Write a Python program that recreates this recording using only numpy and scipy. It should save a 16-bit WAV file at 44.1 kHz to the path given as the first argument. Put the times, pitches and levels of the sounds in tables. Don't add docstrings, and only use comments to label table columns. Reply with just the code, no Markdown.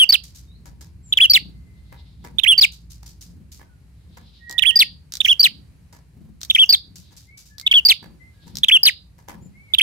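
import sys
import numpy as np
from scipy import signal
from scipy.fft import rfft, irfft, next_fast_len
from scipy.io import wavfile
from scipy.ndimage import uniform_filter1d, minimum_filter1d, map_coordinates

SR = 44100
rng = np.random.default_rng(int(sys.argv[2]) if len(sys.argv) > 2 else 0)


def inscribe(sig):
    pcm = np.round(np.clip(np.atleast_2d(sig).T, -1, 1) * 32767)
    wavfile.write(sys.argv[1], SR, pcm.astype(np.int16))


N = 433062

# start_s, hook_after_s, arch_rise_s, arch_length_s, level_db, arch_level_db,
# left_minus_right_db, left_lag_s (below zero, the right side lags)
WARBLES = [(-.11, 0.039, 0.036, 0.095, 1, 3, -11, .0004),
           (1.123, 0.048, 0.029, 0.069, -7, 1, -3.5, -.00063),
           (2.3832, 0.05, 0.037, 0.085, -9, 0.5, -14, .00068),
           (4.5799, 0.041, 0.033, .071, -9, -5.5, -19, .00056),
           (5.202, .0445, 0.032, 0.066, -9, -5.5, -8.5, .00057),
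           (6.4979, 0.049, 0.034, 0.077, -5, -4.5, -2.5, .0004),
           (7.663, 0.049, 0.0095, .068, -6.5, -7.5, -1.5, .00022),
           (8.632, 0.051, 0.024, 0.07, -3, -1, -3.5, .00007),
           (9.7351, .0475, 0.014, 0.064, -6, 3.5, -6.5, .00043)]
# share_of_note, pitch_ratio, level_db
TICK_SHAPE = [(0, .78, -14), (.18, .88, 0), (.4, .91, 0), (.54, 1, -6), (.68, .86, -4), (.84, .7, -5),
              (1, .6, -14)]
HOOK_SHAPE = [(0, .88, -6.5), (.15, 1, 1.5), (.38, 0.91, -2.5), (.55, .86, -10), (.75, .68, -9.5),
              (1, 0.42, -30)]
ARCH_SHAPE = [(0, .48, -36), (.12, .63, -19), (.25, .8, -6), (.34, .91, -1), (.42, .975, 0), (.5, 1, 0),
              (.58, .985, 1), (.68, .945, 1), (.82, .875, 1), (.94, .81, -2), (1, .8, -10)]
TICK_S, TICK_HZ = .018, 3934
HOOK_S, HOOK_HZ = .022, 3424
ARCH_HZ = 3437
ARCH_BRIGHTENS_DB = 14


def warbles():
    out = np.zeros((2, N))
    for s, hook_after, rise, length, db, arch_db, pan_db, lag in WARBLES:
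        hook_s = s + hook_after
        tick = shaped(TICK_SHAPE, progress(TICK_S), TICK_HZ, db)
        hook = shaped(HOOK_SHAPE, progress(HOOK_S), HOOK_HZ, db + 4.0)
        arch_share = np.interp(clock(length), [0, rise, length], [0, .5, 1])
        arch = shaped(ARCH_SHAPE, arch_share, ARCH_HZ, arch_db)
        add(out, *note(s, *tick, pan_db, lag, hiss_db=-28.5, fuzz_db=-31.5))
        add(out, *note(hook_s, *hook, pan_db, lag, hiss_db=-23, fuzz_db=-33.5))
        add(out, *note(hook_s + HOOK_S, *arch, pan_db, lag, hiss_db=-30.5, fuzz_db=-43,
                       brighten_db=ARCH_BRIGHTENS_DB))
    return out


# start_s, pip_length_s, pip_pitch_hz, swoop_length_s, pip_level_db, swoop_level_db,
# left_minus_right_db, left_lag_s (below zero, the right side lags)
CRIES = [(0.0901, .02, 4500, .039, 3.5, -0.5, -8, .0004),
         (1.2966, 0.025, 4520, 0.047, 3.5, 2.5, -1, -.00059),
         (2.5774, .022, 4544, 0.044, 3.5, 5, -3.5, .00084), (4.7565, .021, 4733, 0.045, 3, 5.5, 0.5, .0004),
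         (5.394, .023, 4580, 0.048, 4, 2, -5, .00066), (6.691, .022, 4576, 0.027, 4, 3, -1.5, .00039),
         (7.85, .023, 4590, .044, 5, 2.5, -8, .0004), (8.831, 0.0093, 4795, 0.05, 10, 4, -2, .00009)]
# share_of_note, pitch_ratio, level_db
PIP_SHAPE = [(0, 1.08, -6), (.2, 1.025, 0), (.45, .995, 1), (.75, 1.005, 0), (1, 1.02, -7)]
# pitch_hz, level_db
SWOOP_SHAPE = [(1600, -28), (2100, -12), (2800, -3), (3600, 0), (4600, -1), (5400, -3)]
SWOOP_GAP_S = .0115
SWOOP_HZ, FALL_HZ_PER_S, FALL_EASE_PER_S, SWOOP_FADE_DB = 5312, 85000, 2.7, 8


def cries():
    out = np.zeros((2, N))
    for s, pip_length, pip_hz, length, pip_db, swoop_db, pan_db, lag in CRIES:
        pip = shaped(PIP_SHAPE, progress(pip_length), pip_hz, pip_db)
        add(out, *note(s, *pip, pan_db, lag, hiss_db=-28, fuzz_db=-32))
        t = clock(length)
        hz = SWOOP_HZ - FALL_HZ_PER_S * t * (1 - FALL_EASE_PER_S * t)
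        db = swoop_db + along(SWOOP_SHAPE, hz) - SWOOP_FADE_DB * (t / length) ** 4
        swoop_s = s + pip_length + SWOOP_GAP_S
        add(out, *note(swoop_s, hz, db, pan_db, lag, hiss_db=-21, fuzz_db=-26.0))
    return out


def progress(length):
    return clock(length) / length


def shaped(shape, share, pitch_hz, db):
    at, ratio, level = np.transpose(shape)
    return pitch_hz * np.interp(share, at, ratio), db + np.interp(share, at, level)


# multiple_of_pitch, level_db
OVERTONES = [(2, -38), (3, -44.5), (4, -58.5)]
# frequency_hz, level_db
HISS_COLOUR = [(300, -11.5), (1200, -11), (2300, 3), (3200, 6), (4800, -2), (6800, -6), (8000, -10.5),
               (9800, -3), (11500, -13.5), (13000, -7), (14500, -3), (16000, -9.5)]
FLUTTER_DB, FLUTTER_PER_S = 1.8, 160
STRIPED_DB, STRIPED_FADE_S = 2, .007


def note(s, hz, db, pan_db, lag, hiss_db, fuzz_db, brighten_db=0):
    size, t = len(hz), np.arange(len(hz)) / SR
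    hz, db = uniform_filter1d(np.array([hz, db]), size=70, axis=1)
    unsteady_hz = hz * (1 + .002 * wobble(700, SR // 8)[:size])
    phase = 2 * np.pi * np.cumsum(unsteady_hz) / SR
    overtones = np.zeros(size)
    for multiple, overtone_db in OVERTONES:
        strength = amp(overtone_db) + amp(fuzz_db) * wobble(1400, SR // 8)[:size]
        overtones += strength * np.sin(round(multiple) * phase)
    overtones *= amp(brighten_db * (t / t[-1] - 1.0))
    hiss = amp(hiss_db) * noise(HISS_COLOUR, 1, size=SR // 8)[0, :size]
    flutter_db = FLUTTER_DB * wobble(FLUTTER_PER_S, SR // 8)[:size]
    level = amp(db + flutter_db) * gate(t, t[-1], edge=.0025)
    tone_paths = cage(lag, near_db=-8, fade=.011)
    tone = signal.fftconvolve([level * np.sin(phase)], tone_paths, axes=1)
    treble_paths = cage(lag, STRIPED_DB, STRIPED_FADE_S)
    treble = signal.fftconvolve([level * (overtones + hiss)], treble_paths, axes=1)
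    sides = amp([[pan_db / 2], [-pan_db / 2]])
    return s, sides * (tone + amp(-1.5) * treble)


def cage(lag, near_db, fade):
    t = clock(.03)
    paths = rng.standard_normal((2, len(t))) * amp(-60 * t / fade) * (t > abs(lag))
    paths *= amp(near_db) / np.linalg.norm(paths, axis=1, keepdims=True)
    paths[0, max(round(lag * SR), 0)] += 1
    paths[1, max(round(-lag * SR), 0)] += 1
    return paths


# start_s, time_between_snaps_s, length_s, level_db, ring_hz
RATTLES = [(4.496, 0.015, .043, -19.5, 7330), (5.122, 0.016, .059, -14.5, 5640),
           (6.415, 0.017, .044, -16, 5900), (7.5825, .0152, .045, -19, 4617),
           (8.555, 0.015, .048, -15, 5335)]
# frequency_hz, level_db
SNAP_COLOUR = [(300, -26), (1500, -8), (2800, -12), (4000, 6.5), (7000, 0), (10000, -11), (14500, -5),
               (16000, -14)]
RATTLE_EDGE_DB = -4.5


def bill():
    out, t = np.zeros((2, N)), clock(0.053)
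    attack = 1 - np.exp(-t / 0.00018)
    for s, gap, length, db, hz in RATTLES:
        for k, place in enumerate(np.linspace(-1, 1, round(length / gap))):
            fade = amp(-60 * t / 0.0062) + 0.21 * amp(-60 * t / 0.065)
            crack = noise(SNAP_COLOUR, 0.15, size=len(t)) * fade
            ring = np.sin(2 * np.pi * hz * t) * amp(-60 * t / 0.0031)
            snap_level = amp(db + RATTLE_EDGE_DB * place ** 2)
            add(out, s + k * gap, snap_level * (0.6 * crack + 1.5 * ring) * attack)
    return out


# start_s, length_s, level_db
WHEEZES = [(5.212, 0.15, -29), (6.463, 0.27, -44)]
# frequency_hz, level_db
WHEEZE_COLOUR = [(3500, -30.5), (5000, -12.5), (5600, 0.5), (6200, -0.5), (7200, -15), (10000, -21.5),
                 (14500, -13), (16000, -10.5)]


def wheeze():
    level = np.zeros(N)
    for s, length, db in WHEEZES:
        add(level, s, amp(db) * gate(clock(length), length, edge=0.11))
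    return level * amp(3.3 * wobble(100, N)) * noise(WHEEZE_COLOUR, 0.36)


# start_s, level_db
SOFT_TICKS = [(0.234, -46.5), (0.347, -47), (2.715, -49.5), (2.899, -49), (3.058, -48), (3.208, -46),
              (3.516, -47), (6.405, -52), (6.955, -46), (7.164, -47.5), (7.372, -47), (7.454, -54.5)]
# frequency_hz, level_db
SCRATCH_COLOUR = [(500, -19.5), (2000, -13), (3500, -5.5), (4700, 1), (7000, 1.5), (9000, -7.5),
                  (13000, -5.5), (16000, -15)]
# start_s, level_db
FLIGHTS = [(.56, -54), (1.332, -45.5), (2.189, -49), (3.25, -50), (4.06, -54.5), (4.76, -53.5), (5.43, -52),
           (6.13, -47), (6.83, -53), (7.981, -50.5), (8.421, -45), (9.3, -46.5)]
# frequency_hz, level_db
WING_AIR_COLOUR = [(30, -21), (70, -5), (130, 3), (220, 2.5), (330, -12.5), (500, -24), (1500, -40),
                   (6000, -46.5)]
SOFT_TICK_S = 0.056
FLIGHT_S = .2
SWELL_LEAD_S, SWELL_S, SWELL_DB = .12, .48, -58.5


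def ticks_wings_and_hiss():
    tick, beat, swell = np.zeros((3, N))
    for s, db in SOFT_TICKS:
        t = clock(3 * SOFT_TICK_S)
        add(tick, s, amp(db + 4.0 - 12 * t / SOFT_TICK_S) * gate(t, t[-1], edge=0.0039))
    for s, db in FLIGHTS:
        t = clock(FLIGHT_S)
        wingbeats = 1 + .7 * np.sin(2 * np.pi * 26 * t)
        add(beat, s, amp(db) * gate(t, FLIGHT_S, edge=0.023) * wingbeats)
    for s, *_ in WARBLES:
        add(swell, s - SWELL_LEAD_S, amp(SWELL_DB) * gate(clock(SWELL_S), SWELL_S, edge=SWELL_S / 2))
    ticking = tick * unit(amp(3 * wobble(330, N))) * noise(SCRATCH_COLOUR, 0.1215)
    wings = beat * noise(WING_AIR_COLOUR, 1.0)
    return ticking + wings + swell * noise(AIR_COLOUR, 0.38)


# start_s, knock_level_db, claw_level_db
LANDINGS = [(0.656, -51.5, -51.5), (0.809, -49.5, -44), (1.92, -44.5, -66), (2.241, -41, -49),
            (3.029, -55.5, -53.5), (3.594, -48.5, -72), (4.17, -49, -57.5), (4.495, -41.5, -58.5),
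            (5.926, -46.5, -48), (7.109, -55, -54), (8.026, -41.5, -58), (8.465, -56, -54.5),
            (9.182, -50.5, -55.5), (9.279, -38, -49.5)]
# pitch_hz, width_hz, level_db
PERCH = [(820, 12, 0.5), (937, 27, 3), (1710, 26, 0.5), (1912.6, 9.9, -7), (2030, 220, -9),
         (3217, 43, -14.5)]
# frequency_hz, level_db
THUD_COLOUR = [(100, -5.5), (300, 2.5), (1200, -5), (2200, -17.5), (4000, -22)]
SECOND_FOOT_S, SECOND_FOOT_DB = 0.013, -11


def perches():
    knock, claw, t = np.zeros(N), np.zeros(N), clock(.2)
    strike = 1 - np.exp(-t / 0.00073)
    for s, knock_db, claw_db in LANDINGS:
        for after, foot_db in [(0, 0), (SECOND_FOOT_S, SECOND_FOOT_DB)]:
            add(knock, s + after, amp(knock_db + foot_db - 60 * t / 0.17) * strike)
            add(claw, s + after, amp(claw_db + foot_db - 60 * t / 0.15) * strike)
    chatter = unit(amp(5.8 * wobble(300, N)))
    wood = unit(filtered(rng.standard_normal((2, N)), perch_response))
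    knocks = knock * (0.8 * wood + 0.87 * noise(THUD_COLOUR, .6))
    return chatter * (knocks + 1.2 * claw * noise(SCRATCH_COLOUR, .2))


def perch_response(f):
    total = 0
    for k, (centre, width, db) in enumerate(PERCH):
        peak = 1j * f * width / (centre * centre - f * f + 1j * f * width)
        total = total + (-1) ** k * amp(db) * peak
    return total


def porch(x, fade):
    t = clock(.15)
    paths = rng.standard_normal((2, len(t))) * amp(-60 * t / fade) * (1 - np.exp(-t / .004))
    return signal.fftconvolve(x, paths / np.linalg.norm(paths[0]), axes=1)[:, :N]


# frequency_hz, time_to_fall_60_db_s
WALLS = [(200, 0.75), (1900, .18), (2900, 0.25), (4600, .33), (6500, 0.11), (14000, 0.085)]


def echo(x):
    hz, t, z = signal.stft(rng.standard_normal((2, SR // 2)), SR, nperseg=256)
    fade = amp(-60 * t / along(WALLS, hz)[:, None])
    tail = signal.istft(z * fade, SR, nperseg=256)[1]
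    return signal.fftconvolve(x, tail / np.linalg.norm(tail[0]), axes=1)[:, :N]


# start_s, length_s, start_pitch_hz, middle_pitch_hz, end_pitch_hz, level_db
WHISTLES = [(0.456, 0.13, 3736, 3890, 4740, -63), (1.025, 0.11, 7720, 7230, 7030, -51.5),
            (1.42, 0.73, 2076, 2060, 2087, -67), (3.6, 0.19, 1600, 1494, 1420, -71),
            (4.378, 0.51, 1892, 1889, 1875, -41), (7.264, 0.12, 1995, 2242, 2285, -53),
            (7.493, 0.1, 1686, 1728, 1640, -57), (7.608, 0.14, 2100, 2198, 2270, -47),
            (8.191, 0.096, 2034, 2050, 2087, -49.5), (8.335, 0.094, 1666, 1663, 1663, -62.5),
            (9.404, .08, 6810, 7175, 7170, -59.5), (9.519, 0.233, 1970, 2263, 1966, -53)]
# start_s, length_s, level_db
TWITTERS = [(1.638, 0.88, -61.5), (3.85, 1, -62), (6.887, 0.48, -62.5), (8.246, 0.63, -61.5)]
# frequency_hz, level_db
TWITTER_COLOUR = [(1500, -32), (2700, -13.5), (3800, -1), (5000, -9), (6200, -25.5), (10000, -44)]


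def neighbours():
    calls, twitter = np.zeros((2, N)), np.zeros(N)
    for s, length, *pitches, db in WHISTLES:
        add(calls, s, whistle(length, pitches, db))
    for s, length, db in TWITTERS:
        t = clock(length)
        add(twitter, s, amp(db) * gate(t, length, edge=length / 2))
    far_calls = amp(-4) * calls + amp(1.5) * echo(calls)
    return far_calls + twitter * amp(3.3 * wobble(28, N)) * noise(TWITTER_COLOUR, 0.24)


def whistle(length, pitches, db):
    t = clock(length)
    bend = np.polyfit([0, .5, 1], pitches, 2)
    hz = np.polyval(bend, t / length) * (1 + 0.0056 * wobble(63, SR)[:len(t)])
    return amp(db) * gate(t, length, edge=length / 4) * np.sin(2 * np.pi * np.cumsum(hz) / SR)


# frequency_hz, level_db
RUMBLE_COLOUR = [(12, -63.5), (20, -31), (29, -19.5), (36, -17), (60, 1), (135, -9), (177, -10),
                 (206, -19.5), (238, -24), (269, -22), (500, -41), (650, -61), (1100, -120)]
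# time_s, level_db
RUMBLE_LEVEL = [(0, -48.5), (1.4, -46.5), (2.8, -49.5), (5, -51), (7.4, -52.5), (9.82, -52.5)]
# time_s, level_db
ENGINE_LEVEL = [(0, -52), (3.1, -44.5), (4.6, -59), (9.82, -58)]
# frequency_hz, level_db
AIR_COLOUR = [(240, -30.5), (400, -6), (1230, -13.5), (2340, -12.5), (3650, -20), (4000, -14.5),
              (5600, -20), (7980, -20), (11500, -20.5), (15700, -31)]
AIR_DB = -67


def yard():
    t = np.arange(N) / SR
    rumble_db = np.interp(t, *np.transpose(RUMBLE_LEVEL)) + 0.79 * wobble(3.9, N)
    rumble = amp(rumble_db) * noise(RUMBLE_COLOUR, .88)
    rumble = filtered(rumble, lambda hz: hz ** 2 / (hz ** 2 + 30 ** 2))
    firing = 2 * np.pi * np.cumsum(59 + 0.42 * wobble(2.5, N)) / SR
    engine_level = amp(np.interp(t, *np.transpose(ENGINE_LEVEL)))
    engine = engine_level * (np.sin(firing) + amp(-12) * np.sin(3 * firing))
    air = amp(AIR_DB + 1.2 * wobble(1.7, N)) * noise(AIR_COLOUR, 0.13)
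    return amp(3.0) * rumble + engine + air


def amp(db):
    return 10 ** (np.asarray(db) / 20)


def unit(x):
    return x / np.sqrt(np.mean(x ** 2) + 1e-20)


def along(points, hz):
    f, v = np.transpose(points)
    return np.interp(np.log(hz + 1), np.log(f + 1), v)


def clock(length):
    return np.arange(max(int(length * SR), 8)) / SR


def wobble(rate, size):
    knots = rng.standard_normal(size // 20 + 8)
    return map_coordinates(knots, [np.arange(size) * rate / SR], mode='wrap')


def filtered(x, response):
    size = x.shape[-1]
    m = next_fast_len(size + 4096)
    return irfft(rfft(x, m) * response(np.fft.rfftfreq(m, 1 / SR)), m)[..., :size]


def noise(colour, alike, size=N):
    a, b = filtered(rng.standard_normal((2, size)), lambda hz: amp(along(colour, hz)))
    turn = np.arccos(np.clip(alike, -1, 1)) / 2
    shared, apart = np.cos(turn) * a, np.sin(turn) * b
    return unit(np.array([shared + apart, shared - apart]))


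def add(track, s, x):
    start = round(s * SR)
    lo, hi = max(start, 0), min(start + x.shape[-1], N)
    if hi > lo:
        track[..., lo:hi] += x[..., lo - start:hi - start]


def gate(t, length, edge):
    return np.sin(np.pi / 2 * np.clip(np.minimum(t, length - t) / edge, 0, 1)) ** 2


def scene():
    bird = warbles() + cries() + bill() + wheeze()
    moves = ticks_wings_and_hiss() + perches()
    near = amp(-25) * porch(bird, fade=.13)
    far = amp(-32) * echo(bird) + amp(-9) * echo(moves)
    return bird + near + moves + far + neighbours() + yard()


def limiter(x, ceiling_db):
    level = np.sqrt(np.abs(uniform_filter1d(x ** 2, size=120, axis=1)))
    need = np.minimum(1, amp(ceiling_db) / (level + 1e-9))
    held_down = minimum_filter1d(need, size=150, axis=1)
    return x * uniform_filter1d(held_down, size=110, axis=1)


TOP_HZ = 15830


def record(dry):
    overload = amp(2.0)
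    bent = dry / (1 + np.abs(dry / overload) ** 4) ** (1 / 4)
    held = limiter(bent, ceiling_db=-7.5)
    return filtered(held, lambda hz: 1 / (1 + (hz / TOP_HZ) ** 140))


dry = scene()
out = record(dry)
inscribe(out)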